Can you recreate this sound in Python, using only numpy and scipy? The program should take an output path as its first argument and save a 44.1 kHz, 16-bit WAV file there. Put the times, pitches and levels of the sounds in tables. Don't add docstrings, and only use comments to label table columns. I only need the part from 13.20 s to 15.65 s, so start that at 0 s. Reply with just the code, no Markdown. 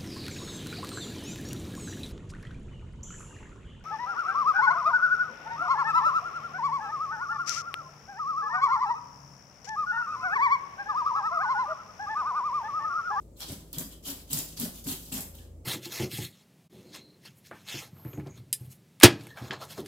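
import sys
import numpy as np
from scipy import signal
from scipy.fft import rfft, irfft, next_fast_len
from scipy.io import wavfile
from scipy.ndimage import uniform_filter1d, map_coordinates

SR = 44100
rng = np.random.default_rng(int(sys.argv[2]) if len(sys.argv) > 2 else 0)


def field_ratio(decibels):
    return 10 ** (np.asarray(decibels, dtype=float) / 20)


def digitize_waveform(pressure):
    field = np.atleast_2d(pressure).T
    bounded = np.clip(field, -1, 1)
    quanta = np.round(bounded * 32767).astype(np.int16)
    wavfile.write(sys.argv[1], SR, quanta)


N = 108045

# pitch_hz, level_db (per Hz)
ROOM_TONE = [(35, -21), (60, -8), (300, -14), (550, -18.5), (900, -33), (1500, -46), (2500, -49.5)]
# pitch_hz, level_db (per Hz)
MIC_HISS = [(710, -47), (1200, 3), (1580, -29), (2050, -8), (2220, -8), (3010, -21), (7740, -4),
            (14800, -18), (16500, -14)]
ROOM_TONE_DB, MIC_HISS_DB = -55, -74
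# pitch_hz, likeness (0 to 1)
LIKENESS = [(40, 0.86), (90, 1), (170, 0.89), (300, 0.95), (600, 0.51), (1500, 0.13), (10000, 0.015)]
# pitch_hz, t60_s
KITCHEN_DECAY = [(150, 0.56), (800, 0.46), (4000, 0.39), (15000, 0.4)]
KNIFE_WET_DB, BASIN_WET_DB = -0.5, -10

# time_s, level_db
COMPRESSOR_LATE = [(0, -65), (1.7, -66), (2.03, -57.5), (2.1, -50.5), (2.45, -53.5)]
# pitch_hz, level_db
FRIDGE_UPPER = [(161, -68), (276, -78), (320, -73), (549, -78)]
HUM_HZ, HUM_DB, HUM_SWAY_DB = 53.4, -55, 1.2
HUM_TURN = 0.033

# start_s, level_db
PUSHES = [
    (0.292, -38.5),
    (0.601, -63),
    (1.153, -47),
    (1.689, -39.5),
]
# start_s, pitch_hz, level_db
SOFT_KNOCKS = [(0.238, 154, -44), (0.278, 286, -41), (0.284, 376, -43.5), (0.298, 134.5, -35),
               (0.31, 272.6, -32.5), (0.354, 205, -42.5), (0.537, 269, -45), (0.541, 123, -51),
               (0.547, 243, -52), (0.571, 194, -39), (0.595, 391, -48), (0.597, 162, -32.5),
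               (0.6, 256.6, -32.5), (0.603, 592, -50.5), (0.639, 294, -47), (0.645, 198, -38),
               (0.728, 157, -45.7), (0.874, 190, -39.5), (0.917, 275, -46), (0.923, 376, -50),
               (1.097, 263, -39.5), (1.125, 148, -34), (1.126, 235, -37.5), (1.14, 161.3, -30),
               (1.177, 283, -35.8), (1.184, 159, -47), (1.403, 237, -26.5), (1.417, 395, -40.5),
               (1.427, 257, -27.5), (1.434, 171, -30.5), (1.447, 612, -41.5), (1.51, 196, -47),
               (1.543, 178, -45), (1.656, 161, -31), (1.667, 264, -27), (1.703, 173, -36.5),
               (1.711, 267, -32.5), (1.731, 380, -41.5), (1.784, 177, -48.5), (1.916, 253, -34),
               (1.936, 212, -30.5), (1.977, 166, -35), (2.044, 182, -42.2), (2.092, 155, -53),
               (.315, 200, -38),
    (.892, 250, -38),
    (.905, 272, -39),
    (1.155, 110, -41),
    (1.683, 205, -36),
    (1.918, 160, -34),
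    (1.955, 265, -35),
]
# start_s, length_s, low_db, middle_db, high_db
JUDDERS = [
    (.29, 0.038, -43.5, -44.5, -48),
    (0.561, 0.051, -37, -49, -48),
    (0.863, 0.073, -57, -47.5, -41.5),
    (1.113, 0.097, -39, -43.5, -45.5),
    (1.387, 0.065, -39, -40, -49),
    (1.65, 0.08, -41, -47, -40.5),
    (1.914, 0.098, -42.5, -40.5, -44.5),
]
JUDDER_PER_S, JUDDER_DB = 110, -9
# pitch_hz, level_db, t60_s
LOW_MODES = [(156.6, 14.5, 0.11), (175, -3.5, 0.14), (128, -4, 0.08)]
# pitch_hz, level_db, t60_s
MIDDLE_MODES = [(206.8, 7, 0.034), (244, -0.5, 0.088), (404, -11, 0.21)]
# pitch_hz, level_db, t60_s
HIGH_MODES = [(273.4, -3.5, 0.2), (378, -10, 0.24), (574, -7.5, 0.079), (625, -31, 0.078)]
BOOM_LAG_S = 0.000053

# pitch_hz, level_db (per Hz)
WET_BODY = [(350, 5.5), (600, 5.5), (1200, 0.5), (2200, 1), (3200, -19)]
WET_BODY_DB = -15

# start_s, length_s, pitch_hz, level_db
BLADE_SINGS = [(.125, 0.045, 7400, -77), (.16, .015, 4130, -69), (0.173, 0.014, 7400, -65),
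               (.205, 0.024, 5530, -51.5), (0.212, 0.017, 3270, -47.5), (0.554, 0.021, 3100, -56),
               (0.609, 0.061, 4900, -59), (0.713, 0.033, 3210, -62.5), (0.847, 0.041, 3100, -53),
               (1.175, 0.013, 7000, -38), (0.217, 0.018, 4240, -48), (1.683, 0.004, 4400, -45),
               (1.368, 0.02, 4760, -49.5), (1.921, 0.019, 2730, -52), (2.191, 0.049, 1730, -70)]
# start_s, peak_db, brightness_db_per_octave
SCALE_SNAPS = [(0.2044, -26, -2), (0.2182, -25, -3.5), (0.2277, -30, 5), (0.3185, -25, 6), (0.529, -22, 6),
               (0.5833, -14, 3), (0.855, -26, 0.5), (1.105, -39, -9), (1.1093, -30, 12), (1.1301, -8, 3.5),
               (1.172, -16, 1.5), (1.1867, -15, 5.5), (1.3722, -36, -4), (1.3983, -15, 14),
               (1.6385, -44, 3), (1.6422, -34, 17), (1.6693, -25.5, -4.5), (1.677, -23, 15),
               (1.6867, -23.5, -5), (1.7102, -31, 4), (1.726, -24, 3), (1.411, -18.5, 8),
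               (1.417, -24.5, -5.5), (1.927, -26, 3), (2.0054, -20, 4), (2.1515, -35, 9),
               (2.4454, -47.5, -17)]
# start_s, rise_s, hold_s, level_db,
# brightness_db_per_octave
BLADE_PASSES = [(0, 0.0011, 0.024, -68.5, -1.5), (0.048, 0.016, 0.048, -85, -5),
                (0.162, 0.048, 0.025, -50.5, -1.5), (0.198, 0.0056, 0.038, -46.5, -7),
                (0.252, 0.031, 0.052, -47, -3), (0.374, 0.025, 0.024, -60, -4),
                (0.438, 0.047, 0.044, -66.5, -3), (0.532, 0.0018, 0.028, -48, -3.5),
                (0.573, 0.021, 0.02, -41, 2.5), (0.702, 0.02, 0.012, -53, -3),
                (0.824, 0.018, 0.014, -51.5, -1), (0.848, 0.02, 0.039, -38.5, 0),
                (0.959, 0.014, 0.043, -58, -4), (1.072, 0.038, 0.0063, -47.5, -2.5),
                (1.098, 0.035, 0.027, -36, 0.5), (1.161, 0.0065, 0.033, -38, -1.5),
                (1.272, 0.012, 0.05, -53.5, -1.5), (1.363, 0.012, 0.021, -45, -1.5),
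                (1.393, 0.0065, 0.056, -40, -1), (1.525, 0.027, 0.044, -50, -1),
                (1.636, 0.0092, 0.053, -48, 1), (1.664, 0.013, 0.052, -36.5, -1),
                (1.78, 0.05, 0.19, -53, -0.5), (1.918, 0.004, 0.058, -38, -1),
                (2.003, 0.008, 0.0088, -43.5, 2.5),
                (2.137, 0.011, 0.048, -57, -3),
    (2.188, 0.015, 0.056, -66.5, -4),
]
# pitch_hz, level_db (per Hz)
RASP_SPECTRUM = [(290, -69), (500, 1.5), (2010, -18), (3500, -8), (7380, -2), (9190, -4), (14900, -0.5),
                 (15800, -11), (16500, -23)]
# pitch_hz, width_hz, level_db
BLADE_PEAKS = [(3100, 1420, 6), (4660, 1650, 2), (7750, 880, 3.5), (11100, 3000, 3)]


def unit(x):
    return x / np.sqrt(np.mean(x ** 2) + 1e-20)


def along(points, hz):
    f, v = np.transpose(points)
    return np.interp(np.log(hz + 1), np.log(f + 1), v)


def wobble(rate):
    knots = rng.standard_normal(int(N * rate / SR) + 4)
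    return map_coordinates(knots, [np.arange(N) * rate / SR])


def filtered(x, response):
    n = x.shape[-1]
    m = next_fast_len(n + 4096)
    return irfft(rfft(x, m) * response(np.fft.rfftfreq(m, 1 / SR)), m)[..., :n]


def add(into, s, x):
    part = into[..., round(s * SR):][..., :x.shape[-1]]
    part += x[..., :part.shape[-1]]


def spread(pair):
    def mid_side_gains(hz):
        turn = np.arccos(np.clip(along(LIKENESS, hz), -1, 1)) / 2
        return np.array([np.cos(turn), np.sin(turn)])
    mid, side = filtered(pair, mid_side_gains)
    return np.array([mid + side, mid - side])


def air():
    def bed(points):
        noise = rng.standard_normal((2, N))
        return unit(spread(filtered(noise, lambda hz: field_ratio(along(points, hz)))))
    return field_ratio(ROOM_TONE_DB + 0.089 * wobble(2.6)) * bed(ROOM_TONE) + field_ratio(MIC_HISS_DB) * bed(MIC_HISS)


def fridge():
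    t = np.arange(N) / SR
    side = np.array([[1], [-1]]) * HUM_TURN / (2 * np.pi)

    def line(hz, db, sway_db):
        level = np.sqrt(2) * field_ratio(db + sway_db * wobble(5.28))
        drift = hz / HUM_HZ * 0.027 * wobble(5.4)
        return level * np.sin(2 * np.pi * (hz * t + rng.random() + side + drift))

    hum = line(HUM_HZ, HUM_DB, HUM_SWAY_DB)
    late = line(82.5, np.interp(t, *np.transpose(COMPRESSOR_LATE)), sway_db=-3.0)
    return hum + late + sum(line(hz, db, sway_db=5.5) for hz, db in FRIDGE_UPPER)


def kitchen(x):
    out, step = np.zeros((2, N)), SR // 16
    for i in range(0, N, step):
        hz, t, z = signal.stft(rng.standard_normal((2, SR * 3 // 4)), SR, nperseg=256)
        decay = field_ratio(-60 * t / along(KITCHEN_DECAY, hz)[:, None])
        tail = signal.istft(z * decay, SR, nperseg=256)[1]
        tail = tail / np.linalg.norm(tail[0])
        add(out, i / SR + .004, signal.fftconvolve(x[None, i:i + step], tail, axes=1))
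    return spread(out)


def thuds():
    out, t = np.zeros(N), np.arange(SR // 2) / SR
    for s, db in PUSHES:
        swing = (1 - np.exp(-t / 0.0073)) * np.sin(2 * np.pi * 90.6 * t)
        add(out, s, field_ratio(db - 60 * t / 0.3) * swing)
    return out


def knocks():
    rise_s, t60_s, level_db, wander, pan_db = 0.0074, 0.11, 2.5, 0.053, 2.5
    out, t = np.zeros((2, N)), np.arange(SR // 4) / SR
    events = SOFT_KNOCKS
    draws = rng.uniform(-1.067, 1, (len(events), 3))
    for (s, hz, db), (turn, bend, pan) in zip(events, draws):
        phase = hz * t * (1 + wander * bend * t / t60_s) + turn
        swell = field_ratio(db + level_db - 60 * t / t60_s) * (1 - np.exp(-(t / rise_s) ** 2))
        sides = field_ratio(pan_db * pan * np.array([[1], [-1]]))
        add(out, s, sides * swell * np.sin(2 * np.pi * phase))
    return out


def basin():
    out, t = np.zeros(N), np.arange(SR // 2) / SR

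    def ring(modes):
        soft_start = 1 - np.exp(-t / 0.0028)
        return sum(field_ratio(db - 60 * t / t60) * np.sin(2 * np.pi * hz * t) * soft_start for hz, db, t60 in modes)

    rings = [ring(modes) for modes in (LOW_MODES, MIDDLE_MODES, HIGH_MODES)]
    for s, length, *levels in JUDDERS:
        jitter, size, sign = rng.random((16, 3)).T
        at = (np.arange(16) + jitter) / JUDDER_PER_S
        force = np.clip((length - at) / 0.012, 0, 1) * np.clip(1.24 + at / 0.08, 0, 1)
        blows = np.sign(sign - .5) * field_ratio(12 * size) * force
        train = np.bincount((at * SR).astype(int), blows, len(t))
        for db, r in zip(levels, rings):
            rung = signal.fftconvolve(train, r)[:len(t)]
            add(out, s, field_ratio(db) * rung / np.std(rung[:SR // 10]))
    return out


def flesh():
    out, t = np.zeros((2, N)), np.arange(SR // 4) / SR
    for s, length, *levels in JUDDERS:
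        noise = rng.standard_normal((2, len(t)))
        wet = unit(filtered(noise, lambda hz: field_ratio(along(WET_BODY, hz))))
        fall_db = -60 * np.clip(t - length, 0, None) / 0.13
        add(out, s, field_ratio(max(levels) + WET_BODY_DB + fall_db) * np.clip(t / 0.0086, 0, 1) * wet)
    return out * field_ratio(3.56 * wobble(90))


def sings():
    out, t = np.zeros((2, N)), np.arange(SR // 8) / SR
    q = 9
    for s, length, hz, db in BLADE_SINGS:
        noise = rng.standard_normal((2, len(t)))
        band = filtered(noise, lambda f: 1 / (1 + (2 * q * (f - hz) / hz) ** 2))
        fall_db = -60 * np.clip(t - length, 0, None) / 0.039
        add(out, s, field_ratio(db + fall_db) * np.clip(t / 0.0018, 0, 1) * unit(band))
    return out


def colour(tilt_db):
    def response(hz):
        peaks = sum(db / (1 + (2 * (hz - c) / w) ** 2) for c, w, db in BLADE_PEAKS)
        tilt = tilt_db * np.log2(np.maximum(hz, 1800) / 7000)
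        low_cut = hz ** 4 / (hz ** 4 + 800 ** 4)
        return field_ratio(along(RASP_SPECTRUM, hz) + peaks + tilt) * low_cut
    return response


def snaps():
    rise_s, t60_s, level_db = 0.0012, 0.022, -9.5
    out, t = np.zeros((2, N)), np.arange(SR // 20) / SR
    for s, db, tilt_db in SCALE_SNAPS:
        burst = unit(filtered(rng.standard_normal((2, len(t))), colour(tilt_db)))
        add(out, s, field_ratio(db + level_db - 60 * t / t60_s) * np.clip(t / rise_s, 0, 1) * burst)
    return out


def clumped(x, depth_db):
    z = signal.stft(x, nperseg=128)[2]
    field = uniform_filter1d(rng.standard_normal(z.shape[1:]), size=5, axis=0)
    field = uniform_filter1d(field, size=7, axis=1)
    return signal.istft(z * field_ratio(depth_db * unit(field)), nperseg=128)[1][:, :N]


def rasp(share=0.34, crack_db=1.0, flutter_db=1):
    rise_from_db, lift_t60_s = -11.5, 0.084
    out, t = np.zeros((2, N)), np.arange(SR // 2) / SR
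    for s, rise, hold, db, tilt_db in BLADE_PASSES:
        chance = rng.random(len(t))
        size = rng.exponential(1, len(t))
        kick, hiss = rng.standard_normal((2, 2, len(t)))
        cracks = unit((chance < .04) * kick * field_ratio(crack_db * np.minimum(size, 3)))
        grain = unit(filtered(share * cracks + (1 - share) * hiss, colour(tilt_db)))
        rise_db = rise_from_db * np.clip(1 - t / rise, 0, 1)
        lift_db = -60 * np.clip(t - rise - hold, 0, None) / lift_t60_s
        add(out, s, field_ratio(db + rise_db + lift_db) * np.clip(t / rise / 0.16, 0, 1) * grain)
    return clumped(out, depth_db=3) * field_ratio(flutter_db * wobble(70) - 1.05)


def scene():
    knife = rasp() + snaps() + sings() + flesh()
    boom = field_ratio(JUDDER_DB) * basin() + knocks() + thuds()
    room = kitchen(field_ratio(KNIFE_WET_DB) * knife[0] + field_ratio(BASIN_WET_DB) * boom[0])
    sides = np.array([[1], [-1]])
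    booms = filtered(boom, lambda hz: np.exp(1j * np.pi * hz * BOOM_LAG_S * sides))
    mix = spread(knife) * field_ratio(1.5) + room + booms + fridge() + air()
    return mix * field_ratio(0.23 * sides)


def band_limit(x):
    return signal.sosfilt(signal.butter(12, 16810, fs=SR, output="sos"), x)


def record(dry):
    mix = filtered(dry, lambda hz: hz < 15850)
    return band_limit(mix)


dry = scene()
out = record(dry)
digitize_waveform(out)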